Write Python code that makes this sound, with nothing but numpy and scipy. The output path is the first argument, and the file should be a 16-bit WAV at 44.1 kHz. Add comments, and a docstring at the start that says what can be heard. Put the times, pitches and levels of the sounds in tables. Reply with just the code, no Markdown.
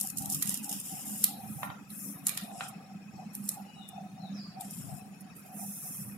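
"""A sticker is peeled off a glossy plastic sheet, close to the microphones in a hard-floored room.
The glue lets go in a fine crackle of tiny ticks; the flexing sheet snaps in noise bursts and knocks in ringing modes.
Dense, fine ticks make the sheet's slides, one of them away over the floor at the end.
A few faint, falling whistles echo off the walls. Farther back lie a low hum of drones, motor and air, and a faint hiss.
"""
import sys
import numpy as np
from scipy import signal
from scipy.fft import rfft, irfft, next_fast_len
from scipy.io import wavfile
from scipy.ndimage import uniform_filter1d

SR = 44100
rng = np.random.default_rng(int(sys.argv[2]) if len(sys.argv) > 2 else 0)


def to_wav(s):
    """Save 16-bit WAV."""
    ch = np.atleast_2d(s).T  # columns
    pcm = np.round(np.clip(ch, -1, 1) * 32767)  # PCM
    wavfile.write(sys.argv[1], SR, pcm.astype(np.int16))


N = 272097
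TIME = np.arange(N) / SR  # s

# Levels are relative: a source may add its own gain. Left-right/dB is positive towards the left.
# Colour tables give only the shape of a spectrum: f/Hz, density/dB.

# fingers pull at the sticker or work the film:
# start t/s, end t/s, level/dB, change of level by the end/dB, muffled share (0-1), left-right/dB
PULLS = [(0.0, 0.102, -27.5, -19, 0, 3.5), (0.166, 0.305, -37, -8, 0, -3), (0.296, 0.41, -35.5, 2.5, 0, 0),
         (0.456, 0.54, -31, -2, 0.43, -9), (0.623, 0.812, -35.5, 0, 0.38, 0),
         (2.241, 2.459, -39, -5, 0.4, 0.5), (3.333, 3.533, -49, 7.5, 0.25, -2),
         (5.355, 5.52, -50, -9, 0, -5.5)]
# the film rubs smoothly under the fingers: columns as in PULLS
RUBS = [(0.85, 1.02, -39, -1, 0.39, 2), (1.056, 1.26, -41.5, 4, 0, 1), (2.52, 2.626, -44.5, 8, 0.94, 1.5),
        (4.604, 4.7, -38.5, -6.5, 0.74, 1.5), (4.72, 4.97, -43, -4, 0.53, 6)]
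PULL_RISE_S, PULL_FALL_S = 0.0035, 0.049  # a pull sets in at once and lets go more slowly
HOLD_DB = -57.5  # the film rustles faintly even when only held
MUFFLE_HZ = 7500  # fingers lying on the film damp it above this
# colour of the breaking glue: f/Hz, density/dB
CRACKLE_COLOUR = [(1290, -11), (2200, -14), (2800, -3), (4250, -14), (5250, -2), (6300, -3), (7090, 3.5),
                  (10300, 6), (12800, 4), (15500, -2), (16100, -35)]
# ringing modes of the taut film: f/Hz
FILM_MODES = [9850, 10740, 11400, 11640, 12550, 13100]
FILM_RING_S, FILM_RING_DB = 0.005, -16.5  # decay time; level of the ring

# the sheet buckles: t/s, level/dB, decay time of the burst/s, body relative to the crack/dB, left-right/dB
SNAPS = [(0.0055, -39.5, 0.002, -41, 3.5), (0.0113, -26.5, 0.003, -42.5, 4),
         (0.0323, -39.5, 0.0018, -42, 14), (0.073, -35, 0.0014, -45, 2), (0.101, -35.5, 0.0026, -27.5, -1),
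         (0.172, -34, 0.0058, -42, -3), (0.1837, -31.5, 0.005, -38, -11), (0.2227, -38, 0.0024, -40, 6),
         (0.2588, -34.5, 0.0013, -12, 7), (0.3, -31.5, 0.0041, -39, -2), (0.323, -29, 0.012, -32, 0.5),
         (0.3463, -29, 0.0053, -30, -1), (0.4253, -23.5, 0.0021, -12, -9.5),
         (0.43, -32.5, 0.0012, -19.5, 6.5), (0.4945, -28, 0.0011, -24, 9.5),
         (0.543, -32.5, 0.0015, -32.5, -0.5), (0.5738, -36, 0.0024, -12, 0.5),
         (0.6438, -38, 0.0015, -27.5, 8), (0.6937, -34, 0.0047, -20, -3.5),
         (0.8002, -36.5, 0.0036, -29, -2), (1.2409, -19, 0.0019, -16.5, -0.5),
         (1.2435, -20.5, 0.0011, -15, -5.5), (1.9034, -44.5, 0.0052, 0, -5),
         (2.2688, -23.5, 0.0033, -14, -2), (2.2722, -33.5, 0.003, -7.5, -11),
         (2.284, -30.5, 0.0013, -18, -6.5), (2.292, -30, 0.003, -2, -5.5), (2.375, -32, 0.0023, 1, -3),
         (2.684, -42, 0.012, -27, -11.5), (3.352, -36.5, 0.0012, -13, -0.5),
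         (3.4913, -24.5, 0.0014, -18, -2.5), (3.889, -43.5, 0.0025, -24.5, 0),
         (4.6091, -39, 0.0035, -7, 5.5), (4.709, -41, 0.004, -30, -4), (5.208, -47, 0.008, -23, -5)]
# a snap's bright crack: f/Hz, density/dB
SNAP_COLOUR = [(1500, -35.5), (3200, -25), (5000, -7.5), (6500, -1.5), (8000, -1.5), (9500, 3.5),
               (11500, 2.5), (13500, 1.5), (15500, -10), (16200, -44)]
# the sheet's body under the crack: f/Hz, density/dB
BODY_COLOUR = [(50, -24.5), (200, 7.5), (600, -22), (1200, 7), (2600, 8.5), (4300, 7), (6000, 4),
               (10000, -101)]

# dull knocks of the bending sheet: t/s, level/dB, pitch f/Hz, rattle level/dB
KNOCKS = [(1.631, -27, 1040, -6), (1.7011, -35.5, 940, -3), (2.6080, -32, 1390, 4)]
# ringing modes of the whole sheet: f/Hz, level/dB
SHEET_MODES = [(791, 4), (1126, -14), (1195, -9), (1382, 7), (1830, 1)]
SHEET_T60_S = 0.083
KNOCK_ROOM_DB = -9.5  # the knocks hang on in the room

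# the sheet slides: start t/s, end t/s, level/dB, share of the way at which it is fastest, left-right/dB
SLIDES = [(1.366, 1.67, -43.5, 0.86, 2), (1.92, 2.139, -39, 0.75, 4.5), (5.545, 5.697, -39, 0.44, -3.5),
          (5.674, 6.099, -38.5, 0.56, -1.5)]
# colour of the sliding plastic: f/Hz, density/dB
SLIDE_COLOUR = [(2060, -53), (4720, -15.5), (5200, 1), (8100, 5), (10400, 10), (13000, 8.5), (15600, 1.5),
                (16000, -21)]
SLIDE_RISE_S, SLIDE_FALL_S, SLIDE_ENDS_DB = 0.028, 0.088, -7.5  # a slide is slower at its ends

# faint squeaks: start t/s, length t/s, pitch f/Hz, share by which the pitch sinks,
# pitch jitter f/Hz, level/dB, left-right/dB
SQUEAKS = [(3.563, 0.33, 2900, 0.0064, 29.8, -64.5, 15), (3.741, 0.13, 4020, 0.15, 70, -58, 11.5),
           (4.187, 0.11, 4350, 0.18, 75, -57, 19.5), (4.328, 0.11, 5666, 0.22, 199.7, -51, -2)]
SQUEAK_PEAK_AT = 0.66  # share of a squeak before it is loudest
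SQUEAK_DIRECT_DB = -0.5

# the hands move the sheet and waft air: t/s, half length t/s, level/dB, left-right/dB
WAFTS = [(0.323, 0.2, -55, 19), (1.6, 0.2, -56, -14.5), (3.156, 0.035, -54, -5), (4.882, 0.092, -51, 27.5),
         (6.07, 0.106, -57, -2.5)]
# colour of the wafted air: f/Hz, density/dB
HANDLING_COLOUR = [(20, -38), (90, -8), (140, 5), (250, -9.5), (2000, -80)]
STIR_DB = -62  # air stirred between the wafts

# decay of the hard-floored room: f/Hz, t60/s
ROOM = [(200, 0.53), (4000, 0.5), (8000, 0.18), (15000, 0.29)]

# two low drones of the ventilation: f/Hz, width f/Hz, level/dB, drift/(dB per s), left-right/dB
DRONES = [(201.2, 17.4, -48.5, -1.1, -6), (276, 22, -58, -3, -4.5)]
MOTOR_HZ, MOTOR_DB = 201.1, -48
# colour of the room's air noise: f/Hz, density/dB
AIR = [(25, -41), (60, -44.5), (120, -14), (165, 1.5), (240, -3), (380, -17.5), (520, -16), (900, -18),
       (1300, -18), (1900, -18), (2600, -22.5), (3500, -30.5), (6000, -66)]
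AIR_DB, AIR_WAVER_DB = -47, 0.6
# the noise suppressor briefly turns the low hum down: t/s
DIPS = [1.87, 2.6, 5.5]
DIP_S, DIP_DEPTH = 0.042, 0.41  # half length; share of drones and motor that is lost
# the noise suppressor lets a narrow band of fan noise through in brief patches:
# t/s, half length t/s, pitch f/Hz, level/dB
FAN_PATCHES = [(0.268, 0.064, 773, -54.5), (0.698, 0.038, 806, -50), (0.944, 0.058, 754, -54.5),
               (1.393, 0.097, 773, -51.5), (2.598, 0.3, 746, -53.5), (3.696, 0.017, 793, -55.5),
               (3.967, 0.047, 756, -52), (4.238, 0.049, 740, -53.5), (5.64, 0.054, 755, -54.5)]
FAN_WIDTH_HZ, FAN_REST_DB, FAN_WAVER_DB = 117, -57, 4

# colour of the wash of hiss: f/Hz, density/dB
HISS = [(2500, -3), (3300, 4.5), (8000, 4), (16000, -6)]
# broad, steady bands in the hiss: f/Hz, width f/Hz, level/dB, left-right/dB
HISS_BANDS = [(1262, 220, -61, -14), (2544, 230, -57.5, 22), (5457, 320, -60.5, 23.5),
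              (6900, 430, -64, 11.5)]
HISS_PATCHY_DB = 2
# likeness of background noise at the two microphones: f/Hz, likeness (0-1)
SAME = [(40, 0.35), (150, 0.92), (300, 0.75), (750, 0.53), (2000, 0.048)]

# noise suppressor: f/Hz, deepest cut/dB
SUPPRESSION = [(150, 7), (700, 12.5), (4000, 15.5)]
EDGE_HZ = 16400  # upper band limit


def peel():
    """Threads of glue break in uneven clumps, thicker ones tick apart; rubbing is finer and even."""
    fine = ticks(number=12600, spread_db=2.5, ring_s=0.0009)
    coarse = ticks(number=560, spread_db=3.5, ring_s=0.0006)
    clumps = gain_of(3.6 * flutter(knots_per_s=190) + 2 * flutter(knots_per_s=60))
    breaks = (fine + 0.9 * coarse) * clumps
    crackle = gain_of(-5.5) * coloured(evened(breaks), CRACKLE_COLOUR)
    grain = gain_of(-4.0) * coloured(fine, CRACKLE_COLOUR)
    held = gain_of(HOLD_DB) * grain * panned(2.5)
    return worked(crackle, PULLS) + worked(grain, RUBS) + held


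def ticks(number, spread_db, ring_s, patches=24):
    """Tiny fractures of random size, each ringing one of many patches of film."""
    at = rng.integers(0, N, number)
    size = gain_of(spread_db * np.minimum(rng.exponential(1, number), 3))
    t = np.arange(128) / SR
    rings = rng.standard_normal((2, patches, len(t))) * np.exp(-t / ring_s)
    grains = rings[:, rng.integers(0, patches, number)] * size[:, None]
    places = (at[:, None] + np.arange(len(t))).ravel()
    return evened(np.array([np.bincount(places, side.ravel(), N)[:N] for side in grains]))


def worked(texture, strokes):
    """Plays a texture under each hand movement, damped where fingers lie on the film."""
    lowpass = signal.butter(2, MUFFLE_HZ, fs=SR, output="sos")
    damped = signal.sosfiltfilt(lowpass, texture)
    out = np.zeros((2, N))
    for start, end, db, ease_db, muffled, side_db in strokes:
        level = gain_of(np.interp(TIME, [start, end], [db, db + ease_db]))
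        force = level * stroke(start, end, PULL_RISE_S, PULL_FALL_S)
        touched = texture + muffled * (damped - texture)
        out += force * touched * panned(side_db)
    return out


def film(x):
    """The taut film adds its thin, high ring to whatever excites it."""
    t = np.arange(2048) / SR
    ring = sum(np.sin(2 * np.pi * hz * t) for hz in FILM_MODES) * np.exp(-t / FILM_RING_S)
    ring /= np.linalg.norm(ring)
    return x + gain_of(FILM_RING_DB) * signal.fftconvolve(x, ring[None], axes=1)[:, :N]


def snaps():
    """The sheet buckles: a burst of noise with a short, soft lead-in; gives its crack and body."""
    crack, body = np.zeros((2, N)), np.zeros((2, N))
    t = np.arange(-200, 700) / SR  # the lead-in comes before 0
    for s, db, length, body_db, side_db in SNAPS:
        uneven_db = 2.8 * evened(uniform_filter1d(rng.standard_normal(len(t)), size=16))
        noise = rng.standard_normal((2, len(t))) * gain_of(uneven_db)
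        lead_in = 0.42 * np.exp(-abs(t) / 0.002)
        decay = np.exp(-abs(t) / length)
        burst = noise * np.where(t < 0, lead_in, decay)
        burst /= np.linalg.norm(burst, axis=1, keepdims=True)
        burst *= gain_of(db) * panned(side_db)
        add(crack, s + t[0], burst)
        add(body, s + t[0], burst * gain_of(body_db))
    return gain_of(25.0) * coloured(crack, SNAP_COLOUR), gain_of(19.5) * coloured(body, BODY_COLOUR)


def knocks():
    """The bowed sheet flips over: one or two slow cycles, a short rattle, then its modes ring out."""
    out, t = np.zeros((2, N)), np.arange(8192) / SR
    for s, db, hz, rattle_db in KNOCKS:
        flip = np.sin(2 * np.pi * hz * t) * np.exp(-t / 0.0011)
        rattle = coloured(rng.standard_normal((2, len(t))) * np.exp(-t / 0.0034), BODY_COLOUR)
        ring = np.zeros((2, len(t)))
        for f, level in SHEET_MODES:
            phase = rng.random((2, 1))  # in turns
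            ring += gain_of(level - 60 * t / SHEET_T60_S) * np.sin(2 * np.pi * (f * t + phase))
        knock = flip + 0.45 * gain_of(rattle_db) * rattle + gain_of(-22.0) * ring
        add(out, s, gain_of(db + 7.5) * knock * panned(-0.64))
    # the knocks sound only between about 500 Hz and 3.7 kHz
    return signal.sosfilt(signal.butter(4, [500, 3700], "bandpass", fs=SR, output="sos"), out)


def slides():
    """Smooth plastic rubs along: a dense, finely grained hiss that grows with speed."""
    rub = ticks(number=35000, spread_db=2.5, ring_s=0.0005) * gain_of(0.9 * flutter(knots_per_s=60))
    speed = np.zeros((2, N))
    for start, end, db, fastest, side_db in SLIDES:
        from_peak = np.interp((TIME - start) / (end - start), [0, fastest, 1], [-1, 0, 1])
        level = gain_of(db + SLIDE_ENDS_DB * from_peak ** 2)
        speed += level * stroke(start, end, SLIDE_RISE_S, SLIDE_FALL_S) * panned(side_db)
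    return gain_of(-5.5) * speed * coloured(rub, SLIDE_COLOUR)


def squeaks():
    """Short, fuzzy whistles that glide down and hang on in the room."""
    out = np.zeros((2, N))
    for start, length, hz, sag, jitter_hz, db, side_db in SQUEAKS:
        t = np.arange(0, length, 1 / SR)
        pitch = hz * (1 - sag * t / length) + jitter_hz * flutter(knots_per_s=640)[:len(t)]
        pressure = np.interp(t / length, [0, SQUEAK_PEAK_AT, 1], [0, 1, 0])
        whistle = np.sin(2 * np.pi * np.cumsum(pitch) / SR)
        add(out, start, gain_of(db) * np.sqrt(pressure) * whistle * panned(side_db))
    echo = room(out)
    return gain_of(SQUEAK_DIRECT_DB) * out + gain_of(-2) * echo + gain_of(-11) * room(echo)


def handling():
    """The sheet wafts air as the hands move: low noise that swells and sinks."""
    wafts = sum(gain_of(db) * swell(s, half) * panned(side_db) for s, half, db, side_db in WAFTS)
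    air = gain_of(STIR_DB) + wafts
    return gain_of(7.5) * air * coloured(diffuse(), HANDLING_COLOUR, size=8192)


def bounce(x, share=0.17):
    """One very near reflection, 0.6 ms late and inverted, combs the spectrum."""
    delay = round(0.000645 * SR)
    return x - share * np.pad(x, ((0, 0), (delay, 0)))[:, :N]


def room(x):
    """Sparse random reflections off hard walls, decaying at a rate set for each frequency."""
    sparse = rng.random((2, SR)) < 4000 / SR
    taps = rng.standard_normal((2, SR)) * sparse * (TIME[:SR] > 0.005)
    hz, t, z = signal.stft(taps, SR, nperseg=256)
    decay = gain_of(-60 * t / read(ROOM, hz)[:, None])
    tail = signal.istft(z * decay, SR, nperseg=256)[1]
    tail /= np.linalg.norm(tail, axis=1, keepdims=True)
    return signal.fftconvolve(1.7 * x + 0.13 * x[::-1], tail, axes=1)[:, :N]


def hum():
    """Low background: a wavering motor tone, broad air noise, two slowly sinking drones and fan noise."""
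    drones = np.zeros((2, N))
    for hz, width, db, drift, side_db in DRONES:
        pitch = hz + 0.5 * width * flutter(knots_per_s=7)
        tone = resonate(diffuse(), pitch, 0.5 * width)
        drones += gain_of(db) * evened(gain_of(drift * TIME)) * tone * panned(side_db)
    motor = evened(np.sin(2 * np.pi * MOTOR_HZ * TIME + 0.5 * flutter(knots_per_s=4)))
    motor = gain_of(MOTOR_DB + 2 * flutter(knots_per_s=8.2)) * motor
    air = gain_of(AIR_DB + AIR_WAVER_DB * flutter(knots_per_s=6)) * coloured(diffuse(), AIR, size=8192)
    dips = 1 - DIP_DEPTH * sum(swell(s, DIP_S) for s in DIPS)
    return dips * (drones + motor) + np.sqrt(dips) * air + fan_patches()  # the air dips less


def fan_patches():
    """A narrow, wavering band of fan noise, let through in brief patches of slightly different pitch."""
    rest = gain_of(FAN_REST_DB + FAN_WAVER_DB * flutter(knots_per_s=10))
    strength = rest + sum(gain_of(db) * swell(s, half) for s, half, _, db in FAN_PATCHES)
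    times, _, hz, _ = np.transpose(FAN_PATCHES)
    return strength * resonate(diffuse(), np.interp(TIME, times, hz), FAN_WIDTH_HZ)


def hiss():
    """Faint hiss: a few steady, broad bands over a wash that flickers in small patches."""
    bands = sum(gain_of(db) * resonate(diffuse(), hz, width) * panned(side_db)
                for hz, width, db, side_db in HISS_BANDS)
    z = signal.stft(gain_of(-55.5) * coloured(diffuse(), HISS), nperseg=512)[2]
    patches = uniform_filter1d(rng.standard_normal(z.shape[1:]), size=3, axis=0)  # across frequency
    patches = uniform_filter1d(patches, size=40, axis=1)  # along time
    wash = signal.istft(z * gain_of(HISS_PATCHY_DB * evened(patches)), nperseg=512)[1][:, :N]
    return bands + wash


def diffuse():
    """White noise at two microphones, alike in the bass and nearly unrelated in the treble."""
    size = next_fast_len(N, real=True)
    a, b = rfft(rng.standard_normal((2, size)))
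    same = np.clip(read(SAME, np.fft.rfftfreq(size, 1 / SR)), -1, 1)
    return irfft(np.array([a, same * a + np.sqrt(1 - same ** 2) * b]), size)[:, :N]


def suppress(x, open_db=9):
    """Noise suppressor: bins near their own quiet level are turned down, leaving a blotchy background."""
    hz, _, z = signal.stft(x, SR, nperseg=512, noverlap=384)
    power = uniform_filter1d(np.mean(abs(z) ** 2, axis=0), size=7, axis=1)
    power_db = 10 * np.log10(abs(power) + 1e-20)
    quiet_db = np.percentile(power_db, 15, axis=1, keepdims=True)
    closed = np.clip(1 - (power_db - quiet_db) / open_db, 0, 1)
    cut_db = read(SUPPRESSION, hz)[:, None] * closed
    return signal.istft(z * gain_of(-cut_db), SR, nperseg=512, noverlap=384)[1][:, :N]


def gain_of(db):
    """Decibels to amplitude."""
    return 10 ** (np.asarray(db) / 20)


def evened(x):
    """Scales to rms 1."""
    return x / np.sqrt(np.mean(x ** 2) + 1e-20)


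def read(points, hz):
    """Reads a frequency table on a log-frequency axis."""
    f, value = np.transpose(points)
    return np.interp(np.log(hz + 1), np.log(f + 1), value)


def panned(db):
    """Left and right gains of constant power."""
    gains = gain_of(np.array([[0.5], [-0.5]]) * db)
    return gains / np.sqrt(np.mean(gains ** 2, axis=0))


def add(mix, s, sound):
    """Mixes a stereo sound in at time s."""
    part = mix[:, max(round(s * SR), 0):][:, :sound.shape[1]]
    part += sound[:, :part.shape[1]]


def coloured(x, points, size=2048):
    """Causal, minimum-phase filter of unit energy with the given spectrum."""
    hz = abs(np.fft.fftfreq(size, 1 / SR))
    log_gain = np.log(gain_of(np.maximum(read(points, hz), -100)))
    taps = np.fft.ifft(np.exp(np.conj(signal.hilbert(log_gain)))).real[:size // 2]
    taps /= np.linalg.norm(taps)
    return signal.fftconvolve(x, taps[None], axes=1)[:, :x.shape[1]]


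def resonate(x, hz, width):
    """A steep resonance that can follow a moving pitch."""
    turn = np.exp(2j * np.pi * np.cumsum(hz * np.ones(x.shape[-1])) / SR)
    r = np.exp(-np.pi * width / SR)
    # shift the pitch down to 0 Hz, smooth, shift back up
    smooth = signal.lfilter([(1 - r) ** 2], [1, -2 * r, r * r], x / turn)
    return evened((turn * smooth).real)


def flutter(knots_per_s):
    """Random wavering of rms 1: straight lines between random knots."""
    knots = rng.standard_normal(N)
    return evened(np.interp(TIME * knots_per_s, np.arange(N), knots))


def stroke(start, end, rise_s, fall_s):
    """Gain of one hand movement: it sets in, holds and dies away."""
    return np.exp(-np.maximum(start - TIME, 0) / rise_s - np.maximum(TIME - end, 0) / fall_s)


def swell(s, half_length):
    """Bell-shaped curve that rises smoothly to 1 at time s and sinks again."""
    return np.exp(-((TIME - s) / half_length) ** 2)


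def scene():
    """The sheet close by, its reflections, the hum of the room and a faint hiss."""
    rustle = film(peel() + slides())
    cracks, body = snaps()
    cracks = film(cracks)
    bumps = knocks()
    to_room = gain_of(-6.0) * rustle + gain_of(-14.0) * cracks + gain_of(-7.0) * body
    echoes = room(to_room + gain_of(KNOCK_ROOM_DB) * bumps)
    sheet = bounce(rustle + cracks + body + echoes) + bumps
    return sheet + squeaks() + handling() + hum() + hiss()


def record(dry):
    """The recorder's noise suppressor and upper band limit."""
    lowpass = signal.firwin(255, EDGE_HZ, window=("kaiser", 9), fs=SR)
    return signal.oaconvolve(suppress(dry), lowpass[None], "same")


dry = scene()
out = record(dry)
to_wav(out)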